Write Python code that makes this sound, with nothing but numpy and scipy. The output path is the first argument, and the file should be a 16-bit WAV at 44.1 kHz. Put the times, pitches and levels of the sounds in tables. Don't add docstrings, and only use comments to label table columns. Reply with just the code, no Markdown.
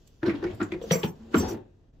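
import sys
import numpy as np
from scipy import signal
from scipy.fft import rfft, irfft
from scipy.io import wavfile
from scipy.ndimage import uniform_filter1d

SR = 44100
rng = np.random.default_rng(int(sys.argv[2]) if len(sys.argv) > 2 else 0)


def invert_db(x):
    u = np.asarray(x, float) / 20
    return 10 ** u


def unload_audio(sound):
    columns = np.transpose(np.atleast_2d(sound))
    steps = np.round(np.clip(columns, -1, 1) * 32767)
    wavfile.write(sys.argv[1], SR, steps.astype(np.int16))


N = 88200
CHANGE_S, CHANGE_OUT_S = 1.925, 0.008


def evened(x):
    return x / np.sqrt(np.mean(x ** 2) + 1e-20)


def read(points, hz):
    f, value = np.transpose(points)
    return np.interp(np.log(hz + 1), np.log(f + 1), value)


def add(mix, start_s, sound):
    part = mix[round(start_s * SR):][:len(sound)]
    part += sound[:len(part)]


def colour(x, gain):
    size = x.shape[-1]
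    return irfft(rfft(x) * gain(np.fft.rfftfreq(size, 1 / SR)), size)


def smooth_noise(x, size, **along):
    return uniform_filter1d(uniform_filter1d(x, size=size, **along), size=size, **along)


def resonances(f, hz, db, width_hz):
    peaks = 1 / (1 + ((f - hz[:, None]) / width_hz) ** 2) ** 2
    return np.sqrt((invert_db(2 * db)[:, None] * peaks).sum(axis=0))


def ring(t, hz, db, t60, rise_s, phase=0, curve=1):
    decay = invert_db(db - 60 * (t / t60) ** curve)
    onset = 1 - np.exp(-(t / rise_s) ** 2)
    return decay * onset * np.sin(2 * np.pi * hz * t + phase)


# frequency in Hz, likeness 0 to 1.
LIKENESS = [(60, .93), (300, 0.84), (600, 0.05), (2000, .15), (8000, 0.3)]


def pair(a, b):
    same = lambda hz: np.clip(read(LIKENESS, hz), -1, 1)
    other = lambda hz: np.sqrt(1 - same(hz) ** 2)
    return np.array([a, colour(a, same) + colour(b, other)])


# frequency in Hz, level in dB per Hz.
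FLOOR_TONE = [(15, -32), (25, 3.5), (141, -9.5), (206, -24), (285, -18), (575, -47), (7310, -52),
              (16000, -70.5)]


def floor():
    level_db, after_db = -56, 4.0
    a, b = colour(rng.standard_normal((2, N)), lambda f: invert_db(read(FLOOR_TONE, f)) * (f > 18))
    changed = np.clip((np.arange(N) / SR - CHANGE_S) / CHANGE_OUT_S, 0, 1)
    return invert_db(level_db) * evened(pair(a, b)) * invert_db(after_db * changed)


# frequency in Hz, t60 in seconds.
ROOM_T60 = [(150, 0.29), (1000, 0.26), (4000, 0.1), (15000, 0.15)]


def room(x):
    taps = np.zeros((2, SR))
    at = np.arange(200, SR - 20, 20) + rng.integers(0, 20, (2, (SR - 201) // 20))
    np.put_along_axis(taps, at, rng.choice([-1., 1.], at.shape), 1)
    hz, t, z = signal.stft(taps, SR, nperseg=512)
    decay = invert_db(-60 * t / read(ROOM_T60, hz)[:, None])
    tail = signal.istft(z * decay, SR, nperseg=512)[1]
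    tail = tail / np.linalg.norm(tail[0])
    return pair(*signal.fftconvolve(x[None], tail, axes=1)[:, :N])


def friction(effort, tone):
    slips_per_s, spread_db, level_db = 4500, 2.5, 1.5
    size = invert_db(spread_db * np.minimum(rng.exponential(1, N), 5))
    slips = size * (rng.random(N) < slips_per_s / SR) * rng.choice([-1., 1.], N)
    grain = rng.standard_normal(300) * np.exp(-np.arange(300) / 60)
    rough = signal.oaconvolve(slips, grain)[:N] + rng.standard_normal(N)
    x = colour(rough, lambda f: invert_db(read(tone, f)))
    x = x / np.std(colour(x, lambda f: (f > 700) & (f < 4000)))
    s, db = np.transpose(effort)
    return x * invert_db(level_db + np.interp(np.arange(N) / SR, s, db))


# time in seconds, level in dB.
RUSTLE_EFFORT = [(0, -76.5), (.04, -77.5), (.1, -77), (.2, -80), (.26, -73), (.37, -73), (.41, -78),
                 (.5, -72.5), (.58, -69.5), (.8, -77), (.9, -57.5), (1.12, -77), (1.3, -76), (1.36, -54),
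                 (1.52, -58.5), (1.57, -83), (1.63, -92.5), (2, -95.5)]
# frequency in Hz, level in dB per Hz.
RUSTLE_SPECTRUM = [(700, -9.5), (2000, -8.5), (3300, -3), (5000, -4.5), (7500, -8), (9000, -17),
                   (16000, -20.5)]


def rustle():
    return friction(RUSTLE_EFFORT, RUSTLE_SPECTRUM)


# time in seconds, level in dB.
RUB_EFFORT = [(0, -78.5), (.2, -81.5), (0.259, -61.5), (.5, -53.5), (.58, -65.5), (.66, -64), (.9, -59.5),
              (1.101, -72.5), (1.17, -70), (1.3, -66.5), (1.402, -44), (1.55, -57), (1.63, -71.5),
              (1.75, -80)]
# frequency in Hz, level in dB per Hz.
RUB_SPECTRUM = [(110, 0), (400, -2), (800, -10), (2500, -23), (5000, -35), (7600, -41), (9000, -52)]


def rubbing():
    return friction(RUB_EFFORT, RUB_SPECTRUM)


# frequency in Hz, level in dB, t60 in seconds.
STEEL_MODES = [(4673, -23, .25), (5852, 0, .16), (6270, -11, .14), (7505, 4, .13), (9230, -9, .1),
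               (12030, -17, .12), (10500, -17, .1), (12600, -16, .06), (13470, -19, .1), (14384, -8, .22),
               (14950, -9, .1), (15410, -13, .15)]
# start in seconds, peak in dB, lean to high modes in dB per octave,
# ring until damped in seconds.
STEEL_CLINKS = [(0.816, -52, -1.5, 0.077), (0.912, -22, -4, .035), (0.924, -30.5, 0, 0.11),
                (0.976, -44.5, 4.5, 0.083), (1.033, -44.5, 4.5, 0.031), (1.068, -47.5, 3, .03),
                (1.349, -40.5, 4.5, .05), (1.373, -31.5, -0.5, 0.027), (1.391, -39.5, -12.5, 0.052),
                (1.433, -54.5, -23.5, 0.07), (1.477, -36.5, -2.5, .06)]


def clinks():
    rise_s, damped_t60_s, scatter_db, chatter_db = 0.0094, 0.09, 1.5, 1.4
    fizz_db, fizz_t60_s, fizz_width_hz, fizz_bed_db = -8, 0.34, 80, -17.0
    out, t = np.zeros(N), np.arange(8192) / SR
    mode_hz, mode_db, _ = np.transpose(STEEL_MODES)
    count = len(STEEL_MODES)
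    for start_s, db, lean, hold_s in STEEL_CLINKS:
        chatter = invert_db(chatter_db * evened(smooth_noise(rng.standard_normal((count, len(t))), 250)))
        modes = np.zeros(len(t))
        for (hz, level_db, t60), wobble in zip(STEEL_MODES, chatter):
            level_db = level_db + scatter_db * rng.standard_normal() + lean * 2 * np.log2(hz / 7500)
            modes += wobble * ring(t, hz, level_db, t60, rise_s, phase=6 * rng.standard_normal())
        blur_db = mode_db / 2 + scatter_db * rng.standard_normal(count) + lean * np.log2(mode_hz / 7500)
        blur = lambda f: resonances(f, mode_hz, blur_db, fizz_width_hz) + invert_db(fizz_bed_db) * (f > 4000)
        fizz = evened(colour(rng.standard_normal(len(t)), blur)) * chatter[0]
        fizz = fizz * invert_db(fizz_db - 60 * t / fizz_t60_s) * np.minimum(t / rise_s, 1)
        damping = invert_db(db - 60 * np.maximum(t - hold_s, 0) / damped_t60_s)
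        add(out, start_s, damping * (modes + fizz))
    return out


# start in seconds, peak in dB, brightest pitch in Hz, t60 in seconds.
PLASTIC_CRACKS = [(.074, -53, 7230, 0.038), (0.231, -33.5, 1530, 0.039), (0.258, -37, 1560, 0.27),
                  (0.262, -43.5, 4110, 0.13), (.295, -33.5, 1950, 0.15), (0.352, -50.5, 3260, 0.21),
                  (0.427, -35.5, 1440, 0.015), (0.441, -37, 1480, 0.094), (0.546, -56, 9000, 0.057),
                  (.552, -60.5, 14000, 0.027), (.077, -62, 14000, 0.03), (.44, -45.5, 4900, .03),
                  (.465, -48.5, 2200, 0.28), (.51, -54.5, 3250, 0.14), (0.603, -33.5, 1370, 0.14),
                  (.614, -31, 1446, 0.12), (.628, -44.5, 7130, 0.089), (.737, -42.5, 2250, 0.052),
                  (0.72, -35, 2277, 0.046), (.720, -46.5, 3430, 0.031), (0.814, -53.5, 3370, 0.19),
                  (0.910, -25, 3215, 0.043), (0.909, -27, 1770, 0.025), (0.908, -42, 1117, 0.69),
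                  (0.929, -35, 2246, 0.23), (1.032, -31.5, 3090, 0.11), (1.037, -28, 871, 0.071),
                  (1.344, -19, 1219, 0.067), (1.344, -28.5, 2240, 0.023), (1.366, -41, 3060, 0.13),
                  (1.485, -44, 1470, 0.114), (1.48, -56, 2050, .1), (1.49, -51, 5400, .12),
                  (1.433, -37.5, 861, 0.45), ]


def cracks():
    rise_s, scuff_s, scuff_db = 0.00037, 0.0049, -11
    cluster_db, snap_db, clean_db, clean_share = 3.5, -5, -3, 0.55
    pitch_spread, sharpness = 0.11, 0.06
    out, lead = np.zeros(N), 1300
    t = (np.arange(9600) - lead) / SR
    on = np.maximum(t, 0)
    brightest = np.arange(7) == 0
    for start_s, db, hz, t60 in PLASTIC_CRACKS:
        mode_hz = hz * np.exp(pitch_spread * rng.standard_normal(7) * ~brightest)
        mode_db = 3.0 * rng.standard_normal(7) + 3.0 * brightest
        noise, snap_noise = rng.standard_normal((2, len(t)))
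        cluster = evened(colour(noise, lambda f: resonances(f, mode_hz, mode_db, sharpness * hz)))
        snap = evened(colour(snap_noise, lambda f: (f / hz) / (1 + (f / hz) ** 3.5)))
        strike = invert_db(-60 * on / t60) * np.minimum(on / rise_s, 1)
        scuff = invert_db(scuff_db) * np.exp(-abs(t) / scuff_s)
        rough = (strike + scuff) * (invert_db(cluster_db) * cluster / 2 + invert_db(snap_db) * snap)
        clean = ring(on, hz, clean_db, clean_share * t60, rise_s)
        add(out, start_s - lead / SR, invert_db(db) * (rough + clean))
    return out


# start in seconds, peak in dB, panel in Hz, t60 in seconds.
LOOSEN_THUMPS = [(0.228, -22.5, 318.8, 0.16), (.227, -26, 129, 0.063), (.229, -34, 570, 0.044),
                 (.250, -26.5, 373.2, 0.21), (0.263, -31, 106.4, 0.17), (.271, -23, 324, 0.089),
                 (.279, -13.5, 319, 0.059), (.262, -32, 462, 0.088), (0.309, -28.5, 139.5, 0.085),
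                 (.35, -27.5, 130, 0.04), (0.28, -18, 197.5, 0.048), (.297, -25.5, 328, 0.076),
                 (0.339, -24.5, 285, 0.076), (0.382, -40, 300, 0.28), (.426, -24.5, 368.1, 0.093),
                 (.441, -22, 358.5, 0.11), (0.447, -21, 169.3, 0.029), (0.428, -31, 150, 0.054),
                 (0.503, -48.5, 363, 0.11), (0.522, -37, 110, 0.11), (0.532, -40, 112, 0.13),
                 (0.599, -25.5, 295, 0.045), (.613, -14.5, 329, 0.034), (0.613, -18.5, 222, 0.046),
                 (.615, -34, 101.3, 0.13), (0.649, -47.5, 199, 0.2), (0.719, -39, 204, 0.15),
                 (0.719, -24, 344, 0.058), (0.741, -25.5, 355, 0.06), (0.743, -29, 157, 0.053),
                 (0.814, -30.5, 475, 0.047), (0.838, -27, 473, 0.037), (0.861, -43, 207.5, 0.14)]
# start in seconds, peak in dB, panel in Hz, t60 in seconds.
STAND_THUMPS = [(0.911, -10, 167.7, 0.074), (0.909, -13.5, 477, 0.034), (.930, -22, 510, 0.058),
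                (0.945, -20.5, 171.6, 0.06), (.953, -20, 463, 0.042), (0.999, -31.5, 150.6, 0.048),
                (1.034, -20.5, 409.6, 0.042), (1.042, -10, 168.8, 0.038), (1.054, -24.5, 236.3, 0.038),
                (1.084, -29.5, 355, 0.027), (1.09, -41, 146, 0.054), (1.194, -47, 225, 0.6),
                (1.341, -10, 304.5, 0.041), (1.343, -15.5, 443, 0.037), (1.35, -17.5, 180, 0.1),
                (1.366, -13.5, 229, 0.06), (1.378, -19.5, 232.5, 0.095), (1.397, -18.5, 235.5, 0.048),
                (1.425, -27.5, 389, 0.092), (1.372, -36.5, 44, .2), (1.405, -28, 376.6, 0.089),
                (1.448, -38, 373, 0.056), (1.428, -37.5, 197, 0.12), (1.506, -32, 370.6, 0.07),
                (1.545, -34.5, 231, .08), (1.476, -32, 367, 0.07), (1.492, -37.5, 259.3, 0.058),
                (1.521, -27, 360.3, 0.08), (1.542, -20, 356, 0.024), (1.562, -39, 386.5, 0.11),
                (1.50, -38, 104.3, 0.22)]


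def thumps():
    panel_db, neighbour_db, skin_db, skin_hz = 2.6, -14.5, -13.5, 585
    out, t = np.zeros(N), np.arange(12288) / SR
    for start_s, db, hz, t60 in LOOSEN_THUMPS + STAND_THUMPS:
        rise_s = 1.2 / hz
        panel = ring(t, hz, panel_db, t60, rise_s, curve=1.3)
        neighbour = ring(t, hz * (1.3 + 0.29 * rng.random()), neighbour_db, 1.6 * t60, rise_s)
        dull = lambda f: (f / 200 / (1 + f / 200)) ** 2 / (1 + (f / skin_hz) ** 2)
        skin = evened(colour(rng.standard_normal(len(t)), dull))
        skin = skin * invert_db(skin_db - 60 * t / t60) * np.minimum(t / rise_s, 1)
        add(out, start_s, invert_db(db) * (panel + neighbour + skin))
    return out


# frequency in Hz, left minus right in dB.
BALANCE = [(250, 1), (500, 4), (2000, -1), (8000, -1.9)]


def scene():
    room_db = -8.5
    left, right = [rustle() + rubbing() + clinks() + cracks() for port in "LR"]
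    near = thumps() + pair(left, right)
    half = lambda f: invert_db(read(BALANCE, f) / 2)
    direct = np.array([colour(near[0], half), colour(near[1], lambda f: 1 / half(f))])
    return direct + invert_db(room_db) * room(near[0]) + floor()


def patchy(x):
    depth_db, above_hz, threshold = -31, 6800, 0.56
    hz, t, z = signal.stft(x, SR, nperseg=512)
    field = smooth_noise(rng.standard_normal(z.shape[1:]), 4, axis=0)
    field = evened(smooth_noise(field, 14, axis=1))
    treble = 1 / (1 + (above_hz / (hz[:, None] + 1)) ** 8)
    shut = np.clip(2 * (field - threshold), 0, 1) * treble
    return signal.istft(z * invert_db(depth_db * shut), SR, nperseg=512)[1][:, :N]


def band_limit(x):
    return signal.sosfilt(signal.butter(12, 16480, fs=SR, output="sos"), x)


# frequency in Hz, gain in dB.
MICROPHONE_RESPONSE = [(7800, 0), (8200, -9.5), (8900, -12.5), (9200, -1.5), (10000, -6.5), (11000, -1),
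                       (15600, -1), (15900, -18)]


def record(dry):
    dip_db, dip_in_s, low_cut_hz, edge_hz = -7.0, 0.02, 30, 16000
    t = np.arange(N) / SR - CHANGE_S
    dip = np.exp(-(t / np.where(t < 0, dip_in_s, CHANGE_OUT_S)) ** 2)
    low_cut = lambda f: (f / low_cut_hz) ** 2 / (1 + (f / low_cut_hz) ** 2)
    response = lambda f: (f < edge_hz) * invert_db(read(MICROPHONE_RESPONSE, f)) * low_cut(f)
    mix = patchy(colour(dry * invert_db(dip_db * dip), response))
    return band_limit(mix)


dry = scene()
out = record(dry)
unload_audio(out)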